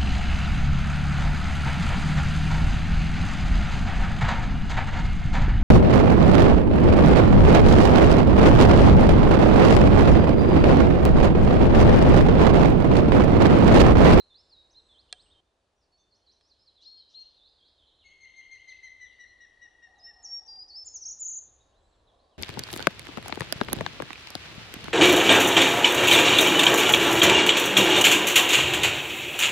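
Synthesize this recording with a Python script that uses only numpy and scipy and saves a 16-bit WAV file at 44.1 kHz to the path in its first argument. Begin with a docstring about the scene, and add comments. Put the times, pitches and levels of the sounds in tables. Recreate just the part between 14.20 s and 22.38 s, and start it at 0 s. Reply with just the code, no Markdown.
"""Warblers slur falling phrases over a faint hush in a bare wood in early spring. One sharp click snaps
close by; just after it the hush drops abruptly and the opening songs stop short. The warbling resumes,
two piping calls follow, and a woodpecker gives twelve whistles that sink and slow. Last, a treecreeper
close by sings thin notes ending in a trill. The songs are gliding tones with a slight tremor; trunks
scatter every call, and the distant birds arrive mostly as echo."""
import sys
import numpy as np
from scipy import signal
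from scipy.fft import rfft, irfft, next_fast_len
from scipy.io import wavfile
from scipy.ndimage import uniform_filter1d

SR = 44100
rng = np.random.default_rng(int(sys.argv[2]) if len(sys.argv) > 2 else 0)


def transcribe(u):
    """Save the signal u as a 16-bit wav file named by the first command-line argument.

    u: samples, shape (n,) or (channels, n), limited to [-1, 1]; the rate is SR.
    q: integer samples, one column per channel.
    """
    v = np.clip(np.atleast_2d(u).T, -1, 1)
    q = np.round(v * 32767).astype(np.int16)
    wavfile.write(sys.argv[1], SR, q)


N = 360738
TIME = np.arange(N) / SR
PROGRESS = np.linspace(0, 1, 101)   # the way through a note, start to end
DROP_S = 1.205   # the hush drops and the opening songs stop


def from_db(db):
    return 10 ** (np.asarray(db) / 20)


def unit_rms(x):
    return x / np.sqrt(np.mean(x ** 2) + 1e-20)


def fader(points):
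    """A level curve in dB, sample by sample."""
    return np.interp(TIME, *np.transpose(points))


def at_hz(points, hz):
    """Read a table on a log-frequency axis."""
    freqs, values = np.transpose(points)
    return np.interp(np.log(hz + 1e-9), np.log(freqs), values)


def add(track, start_s, sound):
    """Mix a sound into a track."""
    at = round(start_s * SR)
    first, last = max(at, 0), min(at + len(sound), N)
    track[first:last] += sound[first - at:last - at]


def pan(x, left_db):
    """Lean a sound left by a level difference; negative leans right."""
    return x * from_db(np.array([[left_db], [-left_db]]) / 2)


def contour(start, length, hz, db):
    """One note as points of (time [s], pitch [Hz], level [dB])."""
    return np.column_stack(np.broadcast_arrays(start + length * PROGRESS, hz, db))


def swell(edge_db):
    """Envelope of a slurred note in dB: loudest in its middle."""
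    return edge_db * (2 * PROGRESS - 1) ** 2


def held(length, attack_s, release_s, edge_db):
    """Envelope of a held note in dB: attack, hold, release."""
    t = length * PROGRESS
    return edge_db * np.maximum(np.maximum(1 - t / attack_s, 1 - (length - t) / release_s), 0)


def syrinx(note, waver, glide_s=.0039):
    """Phase and amplitude of a bird's whistle gliding along a contour, with a slight pitch tremor."""
    s, hz, db = np.transpose(note)
    t = np.arange(s.min(), s.max(), 1 / SR)
    width = max(int(glide_s * SR), 2)
    tremor = unit_rms(uniform_filter1d(rng.standard_normal(len(t)), width))
    pitch = uniform_filter1d(np.interp(t, s, hz), width) * (1 + waver * tremor)
    edges = np.clip(np.minimum(t - t[0], t[-1] - t) / .00084, 0, 1)
    return 2 * np.pi * np.cumsum(pitch) / SR, np.sqrt(2) * from_db(np.interp(t, s, db)) * edges


def sing(notes, waver, octave_db=-50):
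    """Nearly pure whistles with a trace of the octave."""
    out = np.zeros(N)
    for note in notes:
        phase, amplitude = syrinx(note, waver)
        add(out, note[0][0], amplitude * (np.sin(phase) + from_db(octave_db) * np.sin(2 * phase)))
    return out


# Stereo image of the air: (frequency [Hz], left-right coherence [0-1])
COHERENCE = [(60, 1), (150, 0.91), (500, 0.78), (2000, 0.3), (4000, 0.47), (7000, 0.71), (11000, 0.41)]


def stereo_noise(spectrum, size=N):
    """Coloured noise from all round, near mono in the bass; rms 1."""
    length = next_fast_len(size)
    hz = np.fft.rfftfreq(length, 1 / SR)
    mid, side = rfft(rng.standard_normal((2, length)))
    alike = np.clip(at_hz(COHERENCE, hz), 0, 1)
    both = np.sqrt(1 + alike) * mid + np.sqrt(1 - alike) * side * [[1], [-1]]
    return unit_rms(irfft(both * from_db(at_hz(spectrum, hz)), length)[:, :size])


# Reverb tail of the wood: (frequency [Hz], time to fall 60 dB [s])
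WOOD_T60 = [(700, 1.84), (2000, 1.55), (4000, 0.88), (6500, 0.57), (10000, 0.34)]


def wood(x, echo_db, near_db, direct_db=0):
    """Direct sound, a quick scatter off the nearest trunks, and a tail that dies sooner in the treble."""
    size = int(1.5 * SR)
    t = TIME[:size]
    scatter = stereo_noise([(100, 0), (10000, 0)], size=size)
    scatter = scatter + 1.6 * scatter.mean(0)   # echoes are mostly alike in both ears, so they sit with the caller
    hz, frame_s, cells = signal.stft(unit_rms(scatter), SR, nperseg=256)
    decay = from_db(-60 * frame_s / at_hz(WOOD_T60, hz)[:, None])
    tail = signal.istft(cells * decay, SR)[1][:, :size]
    tail = tail * (1 - np.exp(-t / .021)) / np.sqrt(.046 * SR)
    reflections = rng.standard_normal(size) * (rng.random(size) < 900 / SR)
    trunks = reflections * np.exp(-t / .044) * (t > .005)
    response = from_db(echo_db) * tail + from_db(near_db) * trunks / np.linalg.norm(trunks)
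    return from_db(direct_db) * x + signal.fftconvolve(x[None], response, axes=1)[:, :N]


# EQ of each layer of the ambience bed: (frequency [Hz], relative density [dB])
RUMBLE_EQ = [(12, -30.5), (22, -4.5), (43, -2.5), (63, 0.5), (80, -4), (135, -14.5), (200, -25.5),
             (440, -67)]
WIND_EQ = [(100, -12), (180, -6), (330, -1), (600, -1.5), (1000, -5), (1400, -11), (1750, -11), (2300, -24),
           (4000, -22), (8000, -37.5)]
HISS_EQ = [(1000, -10), (2500, 8), (4000, 5.5), (7000, 1), (9500, -3.5), (11000, -5.5), (14000, -6.5)]
MURMUR_EQ = [(150, -11), (300, -4.5), (550, 5), (700, 9.5), (900, -4), (1100, 4), (1500, -32.5),
             (3500, -49), (6000, -36)]
# Their fader rides: (time [s], level [dB])
RUMBLE_FADER = [(0, -75), (1.19, -73), (1.23, -80), (2.7, -80.5), (3.7, -76.5), (4.8, -73.5), (5.7, -76),
                (7.7, -69), (8.18, -75.5)]
WIND_FADER = [(1.25, -77), (3.7, -75), (4.8, -74), (7.8, -70.5), (8.18, -74.5)]
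HISS_FADER = [(0, -78.5), (1.2, -80.5), (1.21, -83.5), (3.6, -82), (4.5, -80), (8.18, -81)]
MURMUR_FADER = [(0, -100), (7.3, -89.5), (7.52, -72), (7.78, -79), (7.88, -68), (8.18, -68.5)]


def hush(rumble_trim_db=.5, opening_wind_boost_db=5):
    """Low rumble, far wind in the trees and fine hiss; a murmur of wind swells at the end."""
    rumble = from_db(fader(RUMBLE_FADER) + rumble_trim_db) * stereo_noise(RUMBLE_EQ)
    wind = from_db(fader(WIND_FADER) + opening_wind_boost_db * (TIME < DROP_S)) * stereo_noise(WIND_EQ)
    hiss = from_db(fader(HISS_FADER)) * stereo_noise(HISS_EQ)
    murmur = from_db(fader(MURMUR_FADER)) * stereo_noise(MURMUR_EQ)
    return rumble + wind + hiss + murmur


# Thin notes far up in the crowns: (start [s], length [s], level [dB], pitch [Hz])
CROWN_NOTES = [(.20, 0.071, -91, 7600), (.39, .09, -92, 7620), (0.587, 0.1, -87.5, 7850),
               (.64, 0.22, -91, 8320), (.93, 0.16, -80, 8110), (7.58, .18, -91.5, 7680),
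               (7.93, .25, -95, 5140)]


def crown_bird():
    """A small bird holds faint, slightly unsteady notes, each on one pitch."""
    notes = [contour(s, length, hz, db + swell(edge_db=-1)) for s, length, db, hz in CROWN_NOTES]
    return sing(notes, waver=.009)


# Fader ride of the birds deeper in the wood: (time [s], level [dB])
TWITTER_FADER = [(0, -79), (1.3, -91), (2.8, -69), (3.6, -74), (4.7, -72.5), (5.6, -82), (7.5, -84),
                 (7.95, -76.5)]


def twitter(count=130, slur_spread=.13):
    """Short random slurs from far off, heard mostly by their echo."""
    chance = rng.random((count, 3))
    starts = (np.arange(count) + chance[:, 0]) * TIME[-1] / count
    lengths = .03 + .04 * chance[:, 1]
    slurs = np.exp(slur_spread * rng.standard_normal((count, 1)) * (2 * PROGRESS - 1))
    pitches = 3150 * 1.45 ** chance[:, 2:] * slurs
    levels = np.interp(starts, *np.transpose(TWITTER_FADER))[:, None] + swell(edge_db=-9.5)
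    song = sing([contour(*note) for note in zip(starts, lengths, pitches, levels)], waver=.015)
    return wood(song, echo_db=0, near_db=-5, direct_db=-9)


# Calls of a big bird far away: (start [s], length [s], level [dB])
HOARSE_CALLS = [(5.44, .085, -75), (5.668, 0.16, -66), (5.958, .147, -64), (6.20, 0.19, -67)]


def hoarse_bird(foot_hz=717, top_hz=834, fifth_db=-15):
    """A rough, low, arching voice with a weaker partial a fifth above; distance leaves mostly echo."""
    hz = foot_hz + (top_hz - foot_hz) * np.sin(np.pi * PROGRESS)
    root = [contour(s, length, hz, db + swell(edge_db=-1)) for s, length, db in HOARSE_CALLS]
    fifth = [contour(s, length, 1.5 * hz, db + fifth_db + swell(edge_db=-4))
             for s, length, db in HOARSE_CALLS]
    return wood(sing(root + fifth, waver=.07), echo_db=-8, near_db=-6.5, direct_db=-5.5)


# Warbler notes on one pitch: (start [s], length [s], level [dB], pitch [Hz])
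FLAT_NOTES = [(.36, 0.072, -62, 3833), (1.06, 0.012, -66, 2870), (1.15, 0.11, -63.5, 3134),
              (1.25, 0.067, -82, 3610), (1.56, 0.051, -81.5, 5790), (1.72, 0.065, -71, 4420),
              (1.78, .07, -75.5, 3560), (1.795, 0.033, -71, 6230), (5.06, 0.054, -74.5, 4140),
              (7.565, 0.037, -78, 4020)]
# Their four slurs: (start [s], length [s], level [dB], lowest pitch [Hz], highest pitch [Hz])
SCOOPS = [(.725, .092, -63.5, 3090, 5100), (.925, .103, -64.5, 3050, 5240), (1.91, 0.06, -69.5, 4210, 6500),
          (2.06, 0.078, -67, 3930, 6420), (2.21, .085, -73, 5000, 6400), (2.39, 0.05, -68.5, 5010, 5510),
          (2.565, 0.093, -65, 3296, 6000), (3.165, .13, -62, 3473, 5100), (3.37, 0.12, -63.5, 3180, 5100)]
FALLS = [(-.02, 0.044, -57.5, 3914, 4900), (.10, 0.048, -63, 3504, 3680), (.69, .04, -63, 3400, 3600),
         (.295, 0.065, -62.5, 3820, 5260), (1.61, 0.037, -74, 4480, 5700), (2.295, 0.037, -66, 3990, 5200),
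         (2.46, 0.04, -64.5, 3890, 5060), (2.77, 0.065, -60.5, 3804, 5300),
         (3.58, 0.069, -62.5, 3040, 3860), (3.67, 0.043, -63.5, 3070, 4250),
         (3.79, 0.055, -61.5, 2734, 4200), (4.305, 0.055, -68.5, 2430, 3600),
         (4.485, 0.056, -59, 2490, 5000), (4.84, 0.096, -64.5, 2770, 3990), (5.755, 0.057, -73, 3680, 4100),
         (7.725, 0.041, -78.5, 3310, 4200), (7.87, 0.044, -70.5, 3260, 4050),
         (8.11, 0.061, -76.5, 2750, 3530)]
RISES = [(.14, 0.075, -61, 3600, 5420), (.89, 0.038, -65, 2750, 3790), (1.775, 0.023, -74, 5300, 6300),
         (2.62, .075, -63.5, 3780, 5530), (2.885, 0.031, -67.5, 4350, 5850), (3.87, 0.052, -64, 2520, 3200),
         (4.05, 0.04083, -61, 2660, 3230), (4.21, 0.041, -61, 2650, 3290),
         (4.375, 0.043, -60.5, 2644, 3260), (7.525, 0.044, -77.5, 2800, 3870)]
ARCHES = [(.498, 0.048, -68, 4460, 6250), (.545, 0.062, -62, 3640, 4170), (1.10, 0.046, -65, 3010, 3740),
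          (2.985, 0.043, -65.5, 4600, 6240), (3.045, 0.046, -63.5, 3500, 4320),
          (6.07, .07, -65, 4540, 4930), (7.275, 0.032, -80, 3500, 3910), (7.40, 0.031, -72, 3440, 3870),
          (7.985, 0.033, -78.5, 3340, 4150)]
# Throat resonance: (frequency [Hz], gain [dB])
THROAT_EQ = [(2500, -2), (3300, -1.5), (3850, 2.5), (4200, 7.5), (4600, -2.5), (5500, 1), (6400, -2.5)]
# The later song comes less directly as the singer turns away: (time [s], direct gain [dB])
WARBLER_DIRECT = [(1.7, -4), (2.5, 0), (3.1, -6), (3.4, -7), (5.0, -5), (7.3, -1)]


def warblers(opening, waver, scoop_turn=.34):
    """The phrases before (opening) or after the drop; notes flare as they cross the throat resonance."""
    slurs = [(SCOOPS, abs((PROGRESS - scoop_turn) / (1 - scoop_turn)) ** 1.6),   # dip, then sweep up
             (FALLS, (1 - PROGRESS) ** 1.6),   # drop quickly, then ease
             (RISES, 1 - (1 - PROGRESS) ** 1.4),   # climb quickly, then level off
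             (ARCHES, abs(np.sin(np.pi * PROGRESS)) ** 1.3)]   # up and down again
    slurred = [(s, length, db, low + (high - low) * height)
               for rows, height in slurs for s, length, db, low, high in rows]
    notes = [contour(s, length, hz, db + swell(edge_db=-4))
             for s, length, db, hz in FLAT_NOTES + slurred if (s < DROP_S) == opening]
    size = next_fast_len(N + SR // 10)
    throat = from_db(at_hz(THROAT_EQ, np.fft.rfftfreq(size, 1 / SR)))
    song = irfft(rfft(sing(notes, waver), size) * throat, size)[:N]
    if opening:
        return wood(song, echo_db=-6, near_db=-11.5) * (TIME < DROP_S)   # stops short, echo and all
    return wood(song, echo_db=-6, near_db=-7, direct_db=fader(WARBLER_DIRECT))


# Raspy chips leading into the piping calls: (start [s], length [s], level [dB])
RASPS = [(2.598, 0.063, -66), (2.874, 0.1, -68.5)]
# Their EQ: (frequency [Hz], relative density [dB])
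RASP_EQ = [(2200, -37), (2900, -2.5), (4200, -1), (6000, -5), (6700, -13.5), (9000, -32)]


def rasps():
    """Brief toneless bursts of a harsh voice."""
    out, noise = np.zeros(N), stereo_noise(RASP_EQ)[0]
    for s, length, db in RASPS:
        burst = noise[round(s * SR):round((s + length) * SR)]
        add(out, s, from_db(db) * burst * np.hanning(len(burst)))
    return out


# Two piping calls: (start [s], length [s], level [dB], held pitch [Hz])
PIPING_CALLS = [(2.649, 0.094, -50, 4262), (2.94, 0.096, -48.5, 4234)]


def piping(slide_hz=872, slide_s=.007):
    """Each call slides up onto its pitch and holds it."""
    notes = [contour(s, length, hz - slide_hz * np.exp(-length * PROGRESS / slide_s),
                     db + held(length, attack_s=.013, release_s=.0092, edge_db=-12))
             for s, length, db, hz in PIPING_CALLS]
    return sing(notes, waver=.004)


# One sharp click and three soft ticks: (time [s], level [dB], treble roll-off [Hz])
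CLICKS = [(0.9266, -20.5, 16000), (2.21, -47, 3150), (3.255, -60, 991), (6.358, -55.5, 9000)]
# Their ring: (frequency [Hz], relative level [dB], time to fall 60 dB [s])
CLICK_MODES = [(450, -35.5, 0.039), (599, -27, 0.025), (730, -28, 0.074), (1240, -25.5, 0.023),
               (1658, -24, 0.044), (1930, -23.5, 0.024), (2380, -20.5, 0.025), (2720, -25.5, 0.037),
               (3204, -11, 0.02), (3330, -3.5, 0.0082), (4180, -3, 0.012), (4770, -20, 0.012),
               (5100, -17, 0.019), (6120, -15, 0.01), (7470, -9.5, 0.0053), (8620, -4, 0.0058)]


def clicks(attack_s=.00025):
    """Dry snaps that ring very briefly; each has its own dullness, which leaves the high modes quieter in some."""
    out, t = np.zeros(N), TIME[:SR // 10]
    for s, level_db, dull_hz in CLICKS:
        ring = np.zeros(len(t))
        for k, (hz, db, t60) in enumerate(CLICK_MODES):
            mode = from_db(db - 60 * t / t60) * np.sin(2 * np.pi * hz * t)
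            ring += (-1) ** k * mode / (1 + (hz / dull_hz) ** 2)
        add(out, s, from_db(level_db) * ring * (1 - np.exp(-t / attack_s)))
    return out


# The woodpecker's series: (start [s], level [dB], pitch [Hz])
PECKER_WHISTLES = [(3.8457, -48.5, 2158), (4.0053, -45.5, 2116), (4.1614, -45.5, 2114),
                   (4.3116, -44.5, 2098), (4.4772, -44, 2071), (4.6304, -43.5, 2057), (4.8065, -46.5, 1996),
                   (4.9953, -46.5, 1960), (5.2053, -51, 1916), (5.4157, -49.5, 1932), (5.6245, -53.5, 1893),
                   (5.8636, -54, 1896)]
# Gesture of one whistle, drooping at its end: (offset [s], pitch [ratio], relative level [dB])
PECKER_GESTURE = [(-.005, .99, -14), (.003, 1.006, -3), (0.018, 1.006, -0.5), (0.038, .988, -4),
                  (.048, .96, -3), (.058, 0.91, -18)]
# Its bright edge: (harmonic [number], relative level [dB])
PECKER_OVERTONES = [(3, 3.5), (4, -21), (5, -28)]
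# Mostly echo at first, then more present: (time [s], direct gain [dB])
PECKER_DIRECT = [(3.85, -9), (4.3, 0), (5.0, 1.5), (5.9, 4)]


def woodpecker(trim_db=-3, bright_db=-15.5, scoop_depth=.033, scoop_s=.012):
    """As the whistles slow they scoop up more, the octave fades and a rasp at 3/2 of the pitch grows."""
    out = np.zeros(N)
    offset, ratio, gesture_db = np.transpose(PECKER_GESTURE)
    for (s, db, hz), late in zip(PECKER_WHISTLES, np.linspace(0, 1, len(PECKER_WHISTLES))):
        scoop = scoop_depth * late * np.exp(-(offset - offset[0]) / scoop_s)
        note = np.c_[s + offset, hz * (ratio - scoop), db + trim_db + gesture_db]
        phase, amplitude = syrinx(note, waver=.0085, glide_s=.0022)
        octave = from_db(np.interp(late, [0, 1], [-8, -17])) * np.sin(2 * phase)
        rasp = from_db(np.interp(late, [0, 1], [-32, -17])) * np.sin(1.5 * phase)
        edge = sum(from_db(bright_db + level) * np.sin(k * phase) for k, level in PECKER_OVERTONES)
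        effort = amplitude / amplitude.max()   # overtones fade faster than the fundamental
        add(out, s + offset[0], amplitude * (np.sin(phase) + effort * (octave + edge) + rasp))
    return wood(out, echo_db=-3.5, near_db=-7.5, direct_db=fader(PECKER_DIRECT))


def creeper_whistle(start, length, db, hz, dive_s, ease_db, lift_after_s, lift_hz, swell_db,
                    dive_hz=1640, ease_after_s=.018, ease_s=.017, lift_s=.014):
    """A dive onto a held pitch; the bird eases off, then pushes harder and the pitch lifts."""
    t = length * PROGRESS
    dive = np.cos(np.pi / 2 * np.minimum(t / dive_s, 1)) ** 2
    ease = np.exp(-((t - dive_s - ease_after_s) / ease_s) ** 2)
    push = (1 + np.tanh((t - lift_after_s) / lift_s)) / 2
    envelope = held(length, attack_s=.025, release_s=.0073, edge_db=-19)
    pitch = hz + dive_hz * dive + lift_hz * push
    return contour(start, length, pitch, db + ease_db * ease + swell_db * push + envelope)


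def creeper_hook(start, length, db, top_hz, end_hz, rising, flick_hz=1173, onset_db=-20, end_db=-13):
    """A flick up and a slide down, loudest halfway through the slide."""
    from_top = np.interp(PROGRESS, [0, rising, 1], [-1, 0, 1])
    hz = top_hz - np.where(from_top < 0, flick_hz, top_hz - end_hz) * abs(from_top) ** 1.7
    return contour(start, length, hz, db + np.interp(from_top, [-1, .5, 1], [onset_db, 0, end_db]))


def creeper_trill(start, length, db, rate, first_hz, last_hz, swing_hz, pulse_db=2, fade_db=-3.5):
    """The pitch swings about a climbing centre; the level pulses with each swing."""
    swing = -np.cos(2 * np.pi * rate * length * PROGRESS)
    hz = first_hz + (last_hz - first_hz) * PROGRESS + swing_hz * swing
    envelope = held(length, attack_s=.004, release_s=.006, edge_db=-9.5)
    return contour(start, length, hz, db + pulse_db * swing + fade_db * PROGRESS + envelope)


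# The treecreeper's lead-in: (start [s], length [s], level [dB], held pitch [Hz], dive [s], ease [dB],
# lift after [s], lift [Hz], swell [dB])
CREEPER_WHISTLES = [(5.782, .126, -56, 5020, .019, -8, .052, 360, 9),
                    (6.028, .157, -40, 5465, .035, -8, .093, 85, 2.5),
                    (6.263, .177, -44.5, 4782, .022, -1, .135, 150, -.5),
                    (6.482, .16, -45, 4430, .027, -11, .072, 865, 3.5)]
# Its hooks: (start [s], length [s], peak [dB], top pitch [Hz], end pitch [Hz], share rising [0-1])
CREEPER_HOOKS = [(6.644, .048, -40, 7200, 5900, .43), (6.735, .046, -36.5, 6780, 5150, .2),
                 (6.806, .04, -40, 6180, 4750, .2), (6.984, .064, -33, 7130, 6150, .35)]
# Its trills: (start [s], length [s], level [dB], rate [Hz], first centre [Hz], last centre [Hz],
# swing [Hz])
CREEPER_TRILLS = [(6.85, .087, -37.5, 37, 5850, 6450, 600), (7.047, .151, -36.3, 34.8, 6600, 6680, 440)]


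def treecreeper():
    """Four thin whistles up front, then a flourish of hooks and trills."""
    whistles = [creeper_whistle(*row) for row in CREEPER_WHISTLES]
    hooks = [creeper_hook(*row) for row in CREEPER_HOOKS]
    trills = [creeper_trill(*row) for row in CREEPER_TRILLS]
    return sing(whistles + hooks + trills, waver=.0016)


def scene():
    """The birds and clicks, each at its own depth in the wood, panned over the hush."""
    phrases = warblers(opening=True, waver=.0083) + warblers(opening=False, waver=.0065)
    crown_gate = (TIME < DROP_S) | (TIME > DROP_S + 2)
    crown = wood(crown_bird(), echo_db=4.5, near_db=-17) * crown_gate
    pipes = wood(piping() + rasps(), echo_db=-10, near_db=-10)
    creeper = wood(treecreeper(), echo_db=-10, near_db=-8)
    pecker = woodpecker()
    snaps = wood(clicks(), echo_db=-28.5, near_db=-29.5)
    right = pan(phrases + hoarse_bird() + snaps, left_db=-2)
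    ahead = pan(creeper, left_db=.76) + crown + twitter()
    left = pan(pipes + pecker, left_db=4.5)
    return right + ahead + left + hush()


def record(dry):
    """A steep high cut at 11 kHz on the whole mix."""
    return signal.sosfilt(signal.ellip(10, .2, 70, 11000, fs=SR, output="sos"), dry)


dry = scene()
out = record(dry)
transcribe(out)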